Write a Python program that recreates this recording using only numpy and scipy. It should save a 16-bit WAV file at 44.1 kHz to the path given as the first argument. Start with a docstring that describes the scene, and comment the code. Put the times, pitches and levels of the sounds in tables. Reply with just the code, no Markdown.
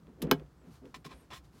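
"""Steel crank on a windscreen

A gloved hand works the steel crank of a winder stuck to a car's windscreen, heard from inside.
The crank clicks loose, judders and clacks home, ringing its housing and making the glass thud.
Small ticks, short metal scrapes, soft rubbing and a few thin squeaks follow in the dead, close cabin."""
import sys
import numpy as np
from scipy import signal
from scipy.fft import rfft, irfft
from scipy.io import wavfile
from scipy.ndimage import uniform_filter1d

SR = 44100
rng = np.random.default_rng(int(sys.argv[2]) if len(sys.argv) > 2 else 0)


def generate_wav(signal):
    """Clip the signal to [-1, 1] and save it as 16-bit WAV at the path in sys.argv[1]."""
    frames = np.transpose(np.atleast_2d(signal))
    scaled = np.clip(frames, -1, 1) * 32767
    pcm = np.round(scaled).astype(np.int16)
    wavfile.write(sys.argv[1], SR, pcm)


N = 70560
T = np.arange(N) / SR
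FREQS = np.maximum(np.arange(N + 1) * SR / (2 * N), 1)

# Hits of the crank. Each row: start in seconds, then relative levels in dB of the crack, housing ring,
# glass thud and steel ring, then the crack's tilt in dB per octave.
CRANK_HITS = [(0.2194, -22.5, -33, -20, -34.5, 2), (0.2225, -20, -29, -20.5, -31, 2),
              (0.2259, -22, -32.5, -14, -30, 1), (0.3129, 1.5, 0, 3.5, -0.5, -4),
              (0.3166, -13.5, -17.5, -3.5, -15, -6.5)]
# The bright snap of contact. Each row: frequency in Hz, relative level in dB.
CRACK_TONE = [(300, -11.5), (900, -6), (1500, 8.5), (1900, 1.5), (2400, -1), (4000, 5), (6500, -7),
              (9000, -10), (11500, 0), (14000, -19.5), (17000, -21.5)]
# The three bodies that ring. Each row: pitch in Hz, relative level in dB, seconds to fade by 60 dB.
HOUSING_MODES = [(640, -34.5, 0.12), (691, -35.5, 0.13), (781, -31, 0.056), (866, -21, .05),
                 (926, -21.5, .05), (1116, -20.5, 0.036), (1200, -25.5, 0.047), (1298, -28, 0.022),
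                 (1487, -21, 0.025), (1556, -22.5, 0.042), (1644, -27, 0.055), (2220, -28, 0.049),
                 (2315, -23.5, 0.027), (2517, -24, 0.018), (2997, -29.5, 0.057), (3427, -35.5, 0.059),
                 (3810, -26, 0.0086), (4026, -25, 0.02), (5064, -28.5, 0.045)]
GLASS_MODES = [(147.3, -30, 0.37), (182, -30.5, 0.21), (244.5, -24.5, 0.08), (276, -23, 0.085),
               (361.5, -23, .11), (414, -18.5, 0.092), (500, -30, .09)]
STEEL_MODES = [(10970, -26, 0.0096), (11450, -40.5, 0.051), (13700, -28, 0.0095), (14230, -16, 0.01),
               (14200, -39, 0.029)]
def clacks():
    """Each hit cracks, rings the housing and the steel crank, and sets the glass and mount swinging."""
    starts, crack_db, housing_db, thud_db, steel_db, tilts = np.transpose(CRANK_HITS)
    cracks = 0
    for k, tilt_db in enumerate(tilts):
        snap = colour(rng.standard_normal(N), CRACK_TONE, tilt_db=tilt_db) * decay(t60=0.0075)
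        cracks = cracks + strike(starts[[k]], crack_db[[k]] - 12.5, snap)
    swell = 1 - np.exp(-T / 0.0034)  # the glass takes a few milliseconds to get moving
    glass = strike(starts, thud_db, ringing(GLASS_MODES) * swell)
    housing = strike(starts, housing_db, ringing(HOUSING_MODES))
    steel = strike(starts, steel_db, ringing(STEEL_MODES))
    return cracks + housing + glass + steel


# The hand shakes the mount. Each row: start in seconds, length in seconds, relative level in dB,
# fall over the stroke in dB, tilt in dB per octave.
MOUNT_SHAKES = [(0.0, 0.07, -59.5, 10, -6), (0.074, 0.054, -54.5, 7, 3.5), (0.169, 0.09, -49.5, -21.5, 5),
                (0.22, 0.039, -31, -0.5, -0.5), (0.267, 0.033, -39.5, -3, 5), (0.367, 0.059, -49.5, 3, 6),
                (0.612, 0.072, -60.5, -3.5, 7.5), (0.667, 0.051, -53.5, 14.5, -9.5),
                (0.818, 0.054, -50, -3, 4), (0.961, 0.05, -54, 16, -7), (1.054, 0.033, -48, 9, -2.5),
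                (1.104, 0.013, -51.5, 0.5, 1), (1.125, 0.11, -59.5, 4, 9.5), (1.531, 0.031, -62.5, -4, 2)]
# A dull, low rumble. Each row: frequency in Hz, relative level in dB.
JUDDER_TONE = [(40, -25.5), (60, -9), (100, -22.5), (145, -2), (250, 1), (350, -4.5), (480, -7),
               (650, -15.5), (1200, -29), (3000, -42.5), (8000, -63.5)]
def judder(cutoff_hz=2600):
    """The mount judders dully, strongest at the modes of the glass."""
    glass_peaks = [(hz, 60, 6) for hz, _, _ in GLASS_MODES]  # 60 Hz wide, 6 dB up
    out = 0
    for *shape, tilt_db in MOUNT_SHAKES:
        rumble = colour(rng.standard_normal(N), JUDDER_TONE, glass_peaks, tilt_db)
        out = out + rumble * stroke(*shape, attack_s=0.0047, t60=0.12)
    return signal.sosfilt(signal.butter(3, cutoff_hz, fs=SR, output="sos"), out)


# Light ticks of the mechanism. Each row: start in seconds, relative level in dB.
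TICK_HITS = [(0.069, -37.5), (0.270, -32), (0.397, -31), (0.463, -44), (0.855, -32.5)]
# A hard, mid-forward click. Each row: frequency in Hz, relative level in dB.
TICK_TONE = [(300, 1), (1200, 12.5), (3500, 7.5), (5500, -3.5), (8000, -19), (16000, -15.5)]
def ticks():
    """Light contacts click, too weak to move the glass."""
    starts, levels_db = np.transpose(TICK_HITS)
    click = colour(rng.standard_normal(N), TICK_TONE) * decay(t60=0.014)
    return strike(starts, levels_db - 21.5, click)


# Metal slides on metal. Each row: start in seconds, length in seconds, level in dB,
# fall over the stroke in dB, tilt in dB per octave, boost of the hollow ring in dB.
SCRAPE_STROKES = [(0.225, 0.013, -50.5, 9.5, 2, 0.5), (0.9423, 0.0072, -44, 0, -1, 11),
                  (0.956, 0.0043, -55.5, -8, 3, 21), (1.044, 0.0076, -53.5, -13.5, .5, -1),
                  (1.06, 0.0034, -46.5, 0, 2, 18), (1.089, 0.024, -60.5, -7, 0, 9.5),
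                  (1.108, .024, -54, -5.5, -2, 7.5), (1.303, .035, -48.5, -5.5, -2, 4.5),
                  (1.331, 0.05, -53.5, 3.5, 2.45, 11)]
# The body of the scrape. Each row: frequency in Hz, relative level in dB.
SCRAPE_TONE = [(290, -9), (500, -5), (880, -5), (1060, -0.5), (1460, -5.5), (1900, -4), (2100, -10.5),
               (2290, -4.5), (5470, -12.5), (6330, -15.5), (16000, -28)]
# Its metallic edge. Each row: centre in Hz, width in Hz, boost in dB.
SCRAPE_PEAKS = [(1960, 91, 5.5), (2380, 300, 3.5), (3468, 100, 9), (4000, 210, 5), (5250, 220, 6.5),
                (7430, 180, 6)]
def scrapes(hollow_hz=1040, hollow_width_hz=130):
    """The crank grates in its socket: tiny collisions excite the metal's resonances."""
    out = 0
    for *shape, tilt_db, hollow_db in SCRAPE_STROKES:
        peaks = [*SCRAPE_PEAKS, (hollow_hz, hollow_width_hz, hollow_db)]
        grit = colour(grains(), SCRAPE_TONE, peaks, tilt_db)
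        out = out + grit * stroke(*shape, attack_s=0.0019, t60=0.067)
    return out


# Pushes on the glass. Each row: start in seconds, level in dB.
GLASS_PUSHES = [(0.225, -42.5), (0.315, -49.5), (0.40, -49.5), (1.125, -50.5), (1.372, -53)]
def booms(air_mode_hz=61.4, rise_s=0.019):
    """The cabin's lowest air mode swells and fades after each push."""
    starts, levels_db = np.transpose(GLASS_PUSHES)
    swell = T / rise_s * np.exp(1 - T / rise_s)
    return strike(starts, levels_db, swell * np.sin(2 * np.pi * air_mode_hz * T))


# Glove moves. Each row: start in seconds, length in seconds, level in dB, fall over the stroke in dB.
GLOVE_STROKES = [(0.64, 0.11, -72, -15), (0.744, 0.013, -69.5, 0), (0.843, 0.082, -74.5, 4),
                 (1.13, 0.12, -74.5, 4), (1.435, 0.019, -68, 3), (1.517, 0.075, -70, -8)]
# A soft, broad hiss. Each row: frequency in Hz, relative level in dB.
GLOVE_TONE = [(300, 1.5), (1100, 9.5), (2000, 0), (4500, 2), (8000, -3.5), (12000, -5.5), (16000, -15)]
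def glove_rubs():
    """The sliding glove makes a fine-grained hiss."""
    return sum(colour(grains(), GLOVE_TONE) * stroke(*shape, attack_s=0.011, t60=0.19)
               for shape in GLOVE_STROKES)


# Thin squeaks. Each row: start in seconds, length in seconds, opening, top and closing pitch in Hz,
# place of the top from 0 to 1, level in dB.
SQUEAK_ARCS = [(0.565, .085, 7000, 7900, 6400, .38, -83), (0.965, .06, 8700, 9080, 8600, .5, -83),
               (0.975, .06, 12050, 12200, 11900, .4, -85), (1.130, .122, 7700, 9550, 6900, .64, -75.5),
               (1.128, .116, 9650, 11650, 9100, .68, -75.5), (1.16, .075, 7600, 8450, 7200, .65, -77)]
def squeaks(wobble_hz=55, flutter_db=3):
    """Faint friction whistles whose pitch arches with the speed of sliding."""
    out = 0
    for start, length, open_hz, top_hz, close_hz, top_at, db in SQUEAK_ARCS:
        progress = np.clip((T - start) / length, 0, 1)
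        rise = (open_hz - top_hz) * (1 - progress / top_at) ** 2
        fall = (close_hz - top_hz) * ((progress - top_at) / (1 - top_at)) ** 2
        hz = top_hz + np.where(progress < top_at, rise, fall) + wobble_hz * waver(samples=60)
        gain = from_db(db + flutter_db * waver(samples=250))
        fade = np.sqrt(np.abs(np.sin(np.pi * progress)))
        out = out + gain * fade * np.sin(2 * np.pi * np.cumsum(hz) / SR)
    return out


# The dead cabin. Each row: frequency in Hz, seconds to fade by 60 dB.
CABIN_DECAY = [(150, 0.067), (500, 0.1), (1500, 0.099), (5000, 0.077), (14000, 0.046)]
def cabin_reverb(x, send_db=-11, predelay_s=0.0011):
    """Close reflections blur into a short, dense tail that dies soonest in the high treble."""
    tail, white = 0, rng.standard_normal((2, N))
    edges_hz = np.geomspace(80, 18000, 9)
    for k, (low, high) in enumerate(zip(edges_hz, edges_hz[1:])):
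        band = signal.sosfilt(signal.butter(2, [low, high], "band", fs=SR, output="sos"), white[k % 2])
        band = band * decay(at_hz(CABIN_DECAY, np.sqrt(low * high))) * (T > predelay_s)
        tail = tail + unit_rms(band) * np.sqrt(2 * (high - low) / SR / N)  # equal energy per Hz
    return from_db(send_db) * signal.fftconvolve(x, tail)[:N]


# Dark room tone. Each row: frequency in Hz, relative level in dB.
AIR_TONE = [(25, -12.5), (64, -2.5), (114, 0.5), (161, 2.5), (212, -6.5), (335, -6.5), (440, -12.5),
            (700, -16.5), (1330, -18.5), (2280, -29.5), (5000, -32.5), (11300, -40), (16000, -41)]
def background(air_db=-61.5, drone_db=-65, drone_hz=61):
    """Quiet workshop air and a low, wavering drone of narrow-band noise."""
    resonance = signal.iirpeak(drone_hz, Q=drone_hz / 22, fs=SR)
    drone = signal.lfilter(*resonance, rng.standard_normal(2 * N))
    drone = signal.lfilter(*resonance, drone)[N:]  # narrow it again and keep the settled half
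    air = colour(rng.standard_normal(N), AIR_TONE)
    return from_db(air_db) * air + from_db(drone_db) * unit_rms(drone)


def ringing(modes, blur=0.008):
    """A struck body: neighbouring modes swing against each other, and loose joints blur their pitch."""
    out = 0
    for k, (hz, db, t60) in enumerate(modes):
        width_hz = blur * hz
        drift = np.cumsum(rng.standard_normal(N)) * np.sqrt(2 * np.pi * width_hz / SR)
        out = out + (-1) ** k * from_db(db) * decay(t60) * np.sin(2 * np.pi * hz * T + drift)
    return out


def strike(starts, levels_db, sound):
    """Trigger a sound at each hit."""
    hits = np.zeros(N)
    np.add.at(hits, (starts * SR).astype(int), from_db(levels_db))
    return signal.fftconvolve(hits, sound)[:N]


def stroke(start, length, db, fall_db, attack_s, t60):
    """Envelope of a stroke: attack, sloping hold, release. A negative fall is a swell."""
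    attack = np.clip((T - start) / attack_s, 0, 1)
    hold_db = db - fall_db * (np.clip((T - start) / length, 0, 1) - 0.5)
    release_db = 60 * np.maximum(T - start - length, 0) / t60
    return attack * from_db(hold_db - release_db)


def grains(per_second=7000, spread_db=1.5):
    """Friction as dense, tiny collisions of uneven size."""
    collisions = rng.random(N) < per_second / SR
    sizes = from_db(spread_db * rng.standard_normal(N))
    return collisions * sizes * rng.choice([-1, 1], N)


def colour(x, tone, peaks=(), tilt_db=0):
    """EQ a steady signal with a tone curve, a tilt per octave and resonant peaks; unit power."""
    db = at_hz(tone, FREQS) + tilt_db * np.log2(np.maximum(FREQS, 100))
    db = db + sum(boost / (1 + (2 * (FREQS - hz) / width) ** 2) for hz, width, boost in peaks)
    spectrum = rfft(np.tile(x, 2)) * from_db(db - db.max())
    return unit_rms(irfft(spectrum)[:N])


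def waver(samples):
    """Random motion smoothed over so many samples; unit spread."""
    return unit_rms(uniform_filter1d(uniform_filter1d(rng.standard_normal(N), samples), samples))


def decay(t60):
    """Fade by 60 dB every t60 seconds."""
    return from_db(-60 * T / t60)


def at_hz(curve, hz):
    """Read a curve on a log-frequency axis."""
    freqs, values = np.transpose(curve)
    return np.interp(np.log(hz), np.log(freqs), values)


def from_db(db):
    """Decibels to gain."""
    return 10 ** (np.asarray(db) / 20)


def unit_rms(x):
    """Scale to unit power."""
    return x / np.sqrt(np.mean(x ** 2) + 1e-20)


def scene():
    """Mono mix: clacks, ticks, scrapes and rubs feed the cabin reverb; the rest stays dry."""
    contacts = clacks() + ticks() + scrapes() + glove_rubs()
    return (contacts + cabin_reverb(contacts) + squeaks() + judder() + booms() + background())[None]


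def record(dry, low_cut_hz=34, ceiling=0.6, high_cut_hz=16200):
    """The deep bass is cut away, peaks are rounded, the top is cut steeply."""
    x = signal.sosfilt(signal.butter(3, low_cut_hz, "high", fs=SR, output="sos"), dry)
    x = ceiling * np.tanh(x / ceiling)
    return signal.sosfilt(signal.ellip(10, 0.1, 80, high_cut_hz, fs=SR, output="sos"), x)


dry = scene()
out = record(dry)
generate_wav(out)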